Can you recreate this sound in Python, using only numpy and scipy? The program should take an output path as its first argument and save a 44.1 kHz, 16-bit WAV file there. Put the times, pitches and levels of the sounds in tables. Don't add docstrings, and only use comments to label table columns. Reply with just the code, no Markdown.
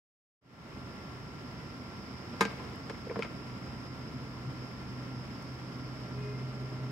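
import sys
import numpy as np
from scipy import signal
from scipy.fft import rfft, irfft
from scipy.io import wavfile

SR = 44100
rng = np.random.default_rng(int(sys.argv[2]) if len(sys.argv) > 2 else 0)


def inscribe(sig):
    pcm = np.round(np.clip(np.atleast_2d(sig).T, -1, 1) * 32767)
    wavfile.write(sys.argv[1], SR, pcm.astype(np.int16))


N = 304731
TIME = np.arange(N) / SR
FREQ = np.fft.rfftfreq(N, 1 / SR)

# f/Hz, level/dB, T60/s
CASE_MODES = [(198, 0.5, 0.12), (354, -5.5, 0.087), (456, -1, 0.093), (624, -23, 0.053), (730, -19, 0.055),
              (866, -7.5, 0.062), (1029, 1, 0.078), (1227, -4, 0.049), (1241, -4, 0.098),
              (1430, -12.5, 0.064), (1590, -10, 0.15), (1740, -4.5, 0.037), (2170, -6.5, 0.081),
              (2384, -6, 0.046), (2730, -31, 0.091), (3220, -38, .04), (3970, -9.5, 0.039),
              (4706, -15, 0.081), (5110, -10, 0.03), (6670, -18, 0.081), (8800, -35, 0.03)]
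# f/Hz, spectral level/dB
RATTLE_SPECTRUM = [(100, -35), (250, 5.5), (1000, -3), (2200, -1.5), (3200, -10), (5500, -10.5),
                   (8000, -14), (12000, -18.5), (16000, -26)]
# t/s, level/dB, contact band centre/Hz, half width/octaves, relative rattle level/dB
LIGHT_KNOCKS = [(2.3407, -44, 250, 2.1, 4), (2.4516, -36, 2380, 1.25, 10), (2.453, -28.5, 230, 1.2, 3),
                (2.509, -46, 2200, 1.1, 4), (2.5954, -44, 700, 1.8, 1), (2.7583, -50, 13000, 0.53, 5),
                (2.8967, -39.5, 3000, 0.97, 7), (2.899, -38.5, 400, 1.3, 8), (3.097, -44, 2100, .3, 8),
                (3.11, -37, 380, 1.5, 4), (3.158, -39, 600, 1.3, 10), (3.167, -30, 250, 0.76, 7),
                (3.191, -40.5, 650, 2.4, 6), (3.23, -37.5, 2390, 1.13, 4.5), (3.247, -45, 500, 1.9, 12.5),
                (5.4228, -47, 12900, 1.3, 2)]
# t/s, level/dB, duration/s
SLIDE_JUDDERS = [(3.069, -40.5, 0.012), (3.093, -40, 0.035), (3.189, -35.5, 0.018)]
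# f/Hz, level/dB, T60/s
SNAP_MODES = [(1360, -4, 0.047), (2270, 5, 0.013), (2480, -3, .022), (3060, -9, 0.027), (4620, -11, .015),
              (6700, -23, 0.013)]
# f/Hz, T60/s
PATIO_DECAY = [(150, 0.34), (1000, 0.31), (3000, 0.53), (10000, 0.18)]
# multiple of the fundamental, relative level/dB
ENGINE_PARTIALS = [(.5, -22.5), (1, -1.5), (2, -13.5)]
MOTOR_PARTIALS = [(2, 1.5), (3, -4)]
HORN_PARTIALS = [(1, 6.5), (4, -18), (5, -15), (6, -11)]
# t/s, level/dB, half width/s
WIND_PUFFS = [(4.163, -40.5, 0.056), (4.484, -34, 0.021)]
# f/Hz, spectral level/dB
CHORUS_SPECTRUM = [(4100, -26), (4550, -9.5), (4850, -4), (5100, -4.5), (5300, 0), (5580, -6),
                   (5850, -16.5), (6400, -41)]
# f/Hz, spectral level/dB
TRAFFIC_SPECTRUM = [(20, -37), (32, -33), (49, -15), (90, -9), (126, -7), (160, -6), (254, -7.5),
                    (524, -18), (1390, -21.5), (2700, -28), (4020, -33.5), (6200, -39.5), (10000, -50),
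                    (15800, -52)]
# f/Hz, width/Hz, gain/dB
TRAFFIC_HUMPS = [(66.5, 36, 3.5), (249, 79, 1.5), (1044, 143, 3.5), (1730, 440, 1), (2090, 153, 3),
                 (3030, 80, 2)]
# f/Hz, coherence (0 to 1)
COHERENCE = [(30, 0.75), (60, 0.92), (130, 0.95), (300, 0.95), (600, 0.89), (800, 0.28), (1030, 0.74),
             (1200, 0.69), (1700, 0.15), (3000, 0.28), (4900, 0.36), (6500, 0.22), (9000, 0.061)]
# f/Hz, phase/rad
LEFT_LEAD = [(60, -0.19), (700, -0.5), (1100, 1.32), (1450, -1.9), (1650, -3), (1950, -3), (2200, -0.2),
             (3200, -1.63), (4100, -3), (4800, -4.5), (6200, -4), (8000, -5.5)]
# f/Hz, level difference/dB
CHANNEL_BALANCE = [(50, -0.5), (200, -1.5), (420, -2.5), (540, -4.5), (750, -1.5), (1000, 1), (1350, 1),
                   (1900, 3.5), (2700, 3), (3700, 1.5), (5100, -6.5), (6100, 1.5), (7400, 5.5),
                   (15000, 0.5)]


def transmitter(slip_hz=460, snap_s=3.2238, echo_db=-16, cutoff_hz=120):
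    direct = clack()
    for start, db, centre_hz, octaves, rattle_db in LIGHT_KNOCKS:
        add(direct, start, knock(db, centre_hz, octaves, rattle_db))
    for start, db, length in SLIDE_JUDDERS:
        add(direct, start, judder(db, slip_hz, length))
    add(direct, snap_s, snap())
    direct = signal.sosfilt(signal.butter(2, cutoff_hz, "highpass", fs=SR, output="sos"), direct)
    return direct * pan(1.1) + gain_of(echo_db) * patio_echo(direct)


def clack(start=2.4082, first_gap_s=0.0034, slowing=1.1, contacts=6, decay_db_per_s=520):
    out = np.zeros((2, N))
    add(out, start, knock(db=-18.5, centre_hz=1300, octaves=3.1, rattle_db=-0.9))
    for delay in np.cumsum(first_gap_s * slowing ** np.arange(contacts)):
        chatter = knock(db=-34 - decay_db_per_s * delay, centre_hz=1250, octaves=2.3, rattle_db=12)
        add(out, start + delay, chatter)
    return out


def knock(db, centre_hz, octaves, rattle_db, rise_s=0.0002, tick_hz=7000, tick_db=4, tick_t60=0.015):
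    t = np.arange(SR // 4) / SR
    hz = np.fft.rfftfreq(len(t), 1 / SR)
    ring = 0
    for k, (mode_hz, mode_db, t60) in enumerate(CASE_MODES):
        phase = np.pi * k + 0.45 * min(mode_hz / 1000, 3) * rng.standard_normal((2, 1))
        envelope = band(mode_hz, centre_hz, octaves) * gain_of(mode_db - 60 * t / t60)
        ring = ring + envelope * np.sin(2 * np.pi * mode_hz * t + phase)
    noise = rng.standard_normal(len(t)) + 0.61 * rng.standard_normal((2, len(t)))
    grit = unit_rms(irfft(rfft(noise) * gain_of(curve_at(RATTLE_SPECTRUM, hz)), len(t)))
    excited = rfft(grit) * band(hz, centre_hz, octaves)
    rattle_t60 = 0.082 / (1 + centre_hz / 12000)
    lowpass = 1 / (1 + (hz / tick_hz) ** 2)
    rattle = irfft(excited * lowpass, len(t)) * gain_of(rattle_db - 60 * t / rattle_t60)
    tick = irfft(excited * (1 - lowpass), len(t)) * gain_of(rattle_db + tick_db - 60 * t / tick_t60)
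    return gain_of(db) * (0.91 * ring + 0.7 * (rattle + tick)) * (1 - np.exp(-t / rise_s))


def judder(db, slip_hz, length, second_harmonic_db=-16, jitter=0.11):
    t = np.arange(0, length, 1 / SR)
    hz = slip_hz * (1 + jitter * drift(280)[:len(t)])
    phase = 2 * np.pi * np.cumsum(hz) / SR
    slips = np.sin(phase) + gain_of(second_harmonic_db) * np.sin(2 * phase)
    envelope = signal.windows.tukey(len(t), .5) * np.exp(-t / length)
    return gain_of(db) * pan(0) * unit_rms(slips * envelope)


def snap(level_db=-29, rise_s=0.00013):
    t = np.arange(SR // 10) / SR
    ring = sum(gain_of(db - 60 * t / t60) * np.sin(2 * np.pi * hz * t) for hz, db, t60 in SNAP_MODES)
    return gain_of(level_db) * pan(2.0) * ring * (1 - np.exp(-t / rise_s))


def case_rustle_db():
    return 3 * pulse(peak_s=2.54, width_s=0.23)


def patio_echo(direct, build_s=0.0057):
    hz, t, spectra = signal.stft(rng.standard_normal((2, SR)), SR, nperseg=256)
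    decay = gain_of(-60 * t / curve_at(PATIO_DECAY, hz)[:, None])
    tail = signal.istft(spectra * decay * (1 - np.exp(-t / build_s)), SR, nperseg=256)[1]
    return signal.fftconvolve(direct, tail / np.linalg.norm(tail[0]), axes=1)[:, :N]


def engine(idle_hz=125.04, idle_db=-52.5, pull_s=3.3, rise_s=0.3, hz_per_s=1.1, db_per_hz=0.5):
    load = ramp(pull_s, rise_s)
    gained_hz = hz_per_s * np.maximum(TIME - pull_s, 0)
    throb_db = 1.6 * np.cos(2 * np.pi * 1.43 * (TIME - pull_s - rise_s))
    in_open = ramp(5.56, 0.85)
    load_db = load * (6 + throb_db * (1 - in_open))
    level_db = idle_db + load_db + db_per_hz * gained_hz + 5.5 * in_open
    return vehicle(idle_hz + gained_hz, level_db, ENGINE_PARTIALS, wobble=0.0094, waver_db=1.5, side_db=0.1)


def motor(hz=206.3, level_db=-58.5):
    drone = vehicle(hz, level_db, MOTOR_PARTIALS, wobble=0.0032, waver_db=2.5, side_db=5.0)
    return drone * ramp(5.78, 0.46)


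def hoot(hz=414, level_db=-52):
    horn = vehicle(hz, level_db, HORN_PARTIALS, wobble=0.0023, waver_db=1.5, side_db=4.5)
    return horn * note(start=6.125, length=0.19, attack=0.08, release=0.047)


def vehicle(hz, level_db, partials, wobble, waver_db, side_db):
    hz = hz * (1 + wobble * drift(15.3))
    return sum(tone(multiple * hz, side_db, lead_rad=-0.22) * gain_of(level_db + db + waver_db * drift(14))
               for multiple, db in partials)


def squeal(hz=2105, level_db=-59.5, waver_db=3.0, wander_hz=5):
    envelope = note(start=6.22, length=0.19, attack=0.13, release=0.06)
    gain = gain_of(level_db + waver_db * drift(15))
    return envelope * gain * tone(hz + wander_hz * drift(18), side_db=0, lead_rad=-0.7)


def wind_puffs(centre_hz=115, octaves=0.43):
    swells = sum(gain_of(db) * pulse(peak_s, width_s) for peak_s, db, width_s in WIND_PUFFS)
    low_noise = irfft(rfft(rng.standard_normal(N)) * band(FREQ, centre_hz, octaves), N)
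    return pan(3) * swells * unit_rms(low_noise)


def whine(hz=1367.5, level_db=-60, wander_hz=1.7, waver_db=0.5):
    machine = tone(hz + wander_hz * drift(7.6), side_db=-3, lead_rad=-1.1)
    return machine * gain_of(level_db + waver_db * drift(21))


def insect_chorus(level_db=-62.5, crest_s=2.16, period_s=3.4, shimmer_db=1.1):
    wave_db = 1.1 * np.cos(2 * np.pi * (TIME - crest_s) / period_s)
    build_db = -5 * (1 - ramp(0, crest_s))
    chorus = distant_noise(curve_at(CHORUS_SPECTRUM, FREQ))
    return chorus * gain_of(level_db + wave_db + build_db + shimmer_db * drift(41)) * pan(-6)


def near_insect(hz=5070, level_db=-66, peak_s=3.7, hz_per_db=-3, wander_hz=11, waver_db=2.5):
    effort_db = np.minimum(3.0 * (TIME - peak_s), 2.5 * (peak_s - TIME))
    pitch_hz = hz + hz_per_db * effort_db + wander_hz * drift(25)
    song = tone(pitch_hz, side_db=-6, lead_rad=1.7)
    return song * gain_of(level_db + effort_db + waver_db * drift(12))


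def traffic(level_db=-44.5, split_hz=380, build_s=3.2, hiss_follow=0.27):
    humps_db = sum(db * np.exp(-2 * ((FREQ - hz) / width) ** 2) for hz, width, db in TRAFFIC_HUMPS)
    roads = gain_of(level_db) * distant_noise(curve_at(TRAFFIC_SPECTRUM, FREQ) + humps_db)
    rumble = irfft(rfft(roads) / (1 + (FREQ / split_hz) ** 4), N)
    hiss = roads - rumble
    build_db = -3.07 * (1 - ramp(0, build_s))
    rumble_db = 1.07 + build_db - 0.23 * drift(6.5)
    hiss_db = 0.7 + hiss_follow * build_db + 0.5 * drift(31)
    return rumble * gain_of(rumble_db) + hiss * gain_of(hiss_db + case_rustle_db())


def distant_noise(spectrum_db):
    left, independent = rfft(rng.standard_normal((2, N)))
    coherence = np.clip(curve_at(COHERENCE, FREQ), 0, 1)
    right = coherence * left + np.sqrt(1 - coherence ** 2) * independent
    right *= np.exp(-1j * curve_at(LEFT_LEAD, FREQ))
    return unit_rms(irfft(np.array([left, right]) * gain_of(spectrum_db), N))


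def tone(hz, side_db, lead_rad):
    phase = 2 * np.pi * (np.cumsum(hz) / SR + rng.random())
    return np.sqrt(2) * pan(side_db) * np.sin([phase + lead_rad, phase])


def drift(hz):
    lowpass = np.exp(-(FREQ / hz) ** 2) * (FREQ > 0)
    return unit_rms(irfft(rfft(rng.standard_normal(N)) * lowpass, N))


def band(hz, centre_hz, octaves):
    return np.exp(-.5 * (np.log2((hz + 1) / centre_hz) / octaves) ** 2)


def curve_at(points, hz):
    f, value = np.transpose(points)
    return np.interp(np.log(hz + 1), np.log(f + 1), value)


def ramp(start, length):
    return np.clip((TIME - start) / length, 0, 1)


def note(start, length, attack, release):
    return ramp(start, attack) * (1 - ramp(start + length, release))


def pulse(peak_s, width_s):
    return np.exp(-((TIME - peak_s) / width_s) ** 2)


def gain_of(db):
    return 10 ** (np.asarray(db) / 20)


def unit_rms(x):
    return x / np.sqrt(np.mean(x ** 2) + 1e-20)


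def pan(side_db):
    return gain_of(np.array([[.5], [-.5]]) * side_db)


def add(mix, start, sound):
    part = mix[:, round(start * SR):][:, :sound.shape[1]]
    part += sound[:, :part.shape[1]]


def scene():
    background = traffic() + insect_chorus() + near_insect() + whine()
    vehicles = engine() + hoot() + squeal() + motor()
    return background + vehicles + wind_puffs() + transmitter()


def record(dry, silent_s=0.41, fade_s=0.35, edge_hz=15850):
    coloured = irfft(rfft(dry) * pan(curve_at(CHANNEL_BALANCE, FREQ)), N)
    faded = coloured * ramp(silent_s, fade_s)
    lowpass = signal.firwin(511, edge_hz, window=("kaiser", 9), fs=SR)
    return signal.oaconvolve(faded, lowpass[None], "same")


dry = scene()
out = record(dry)
inscribe(out)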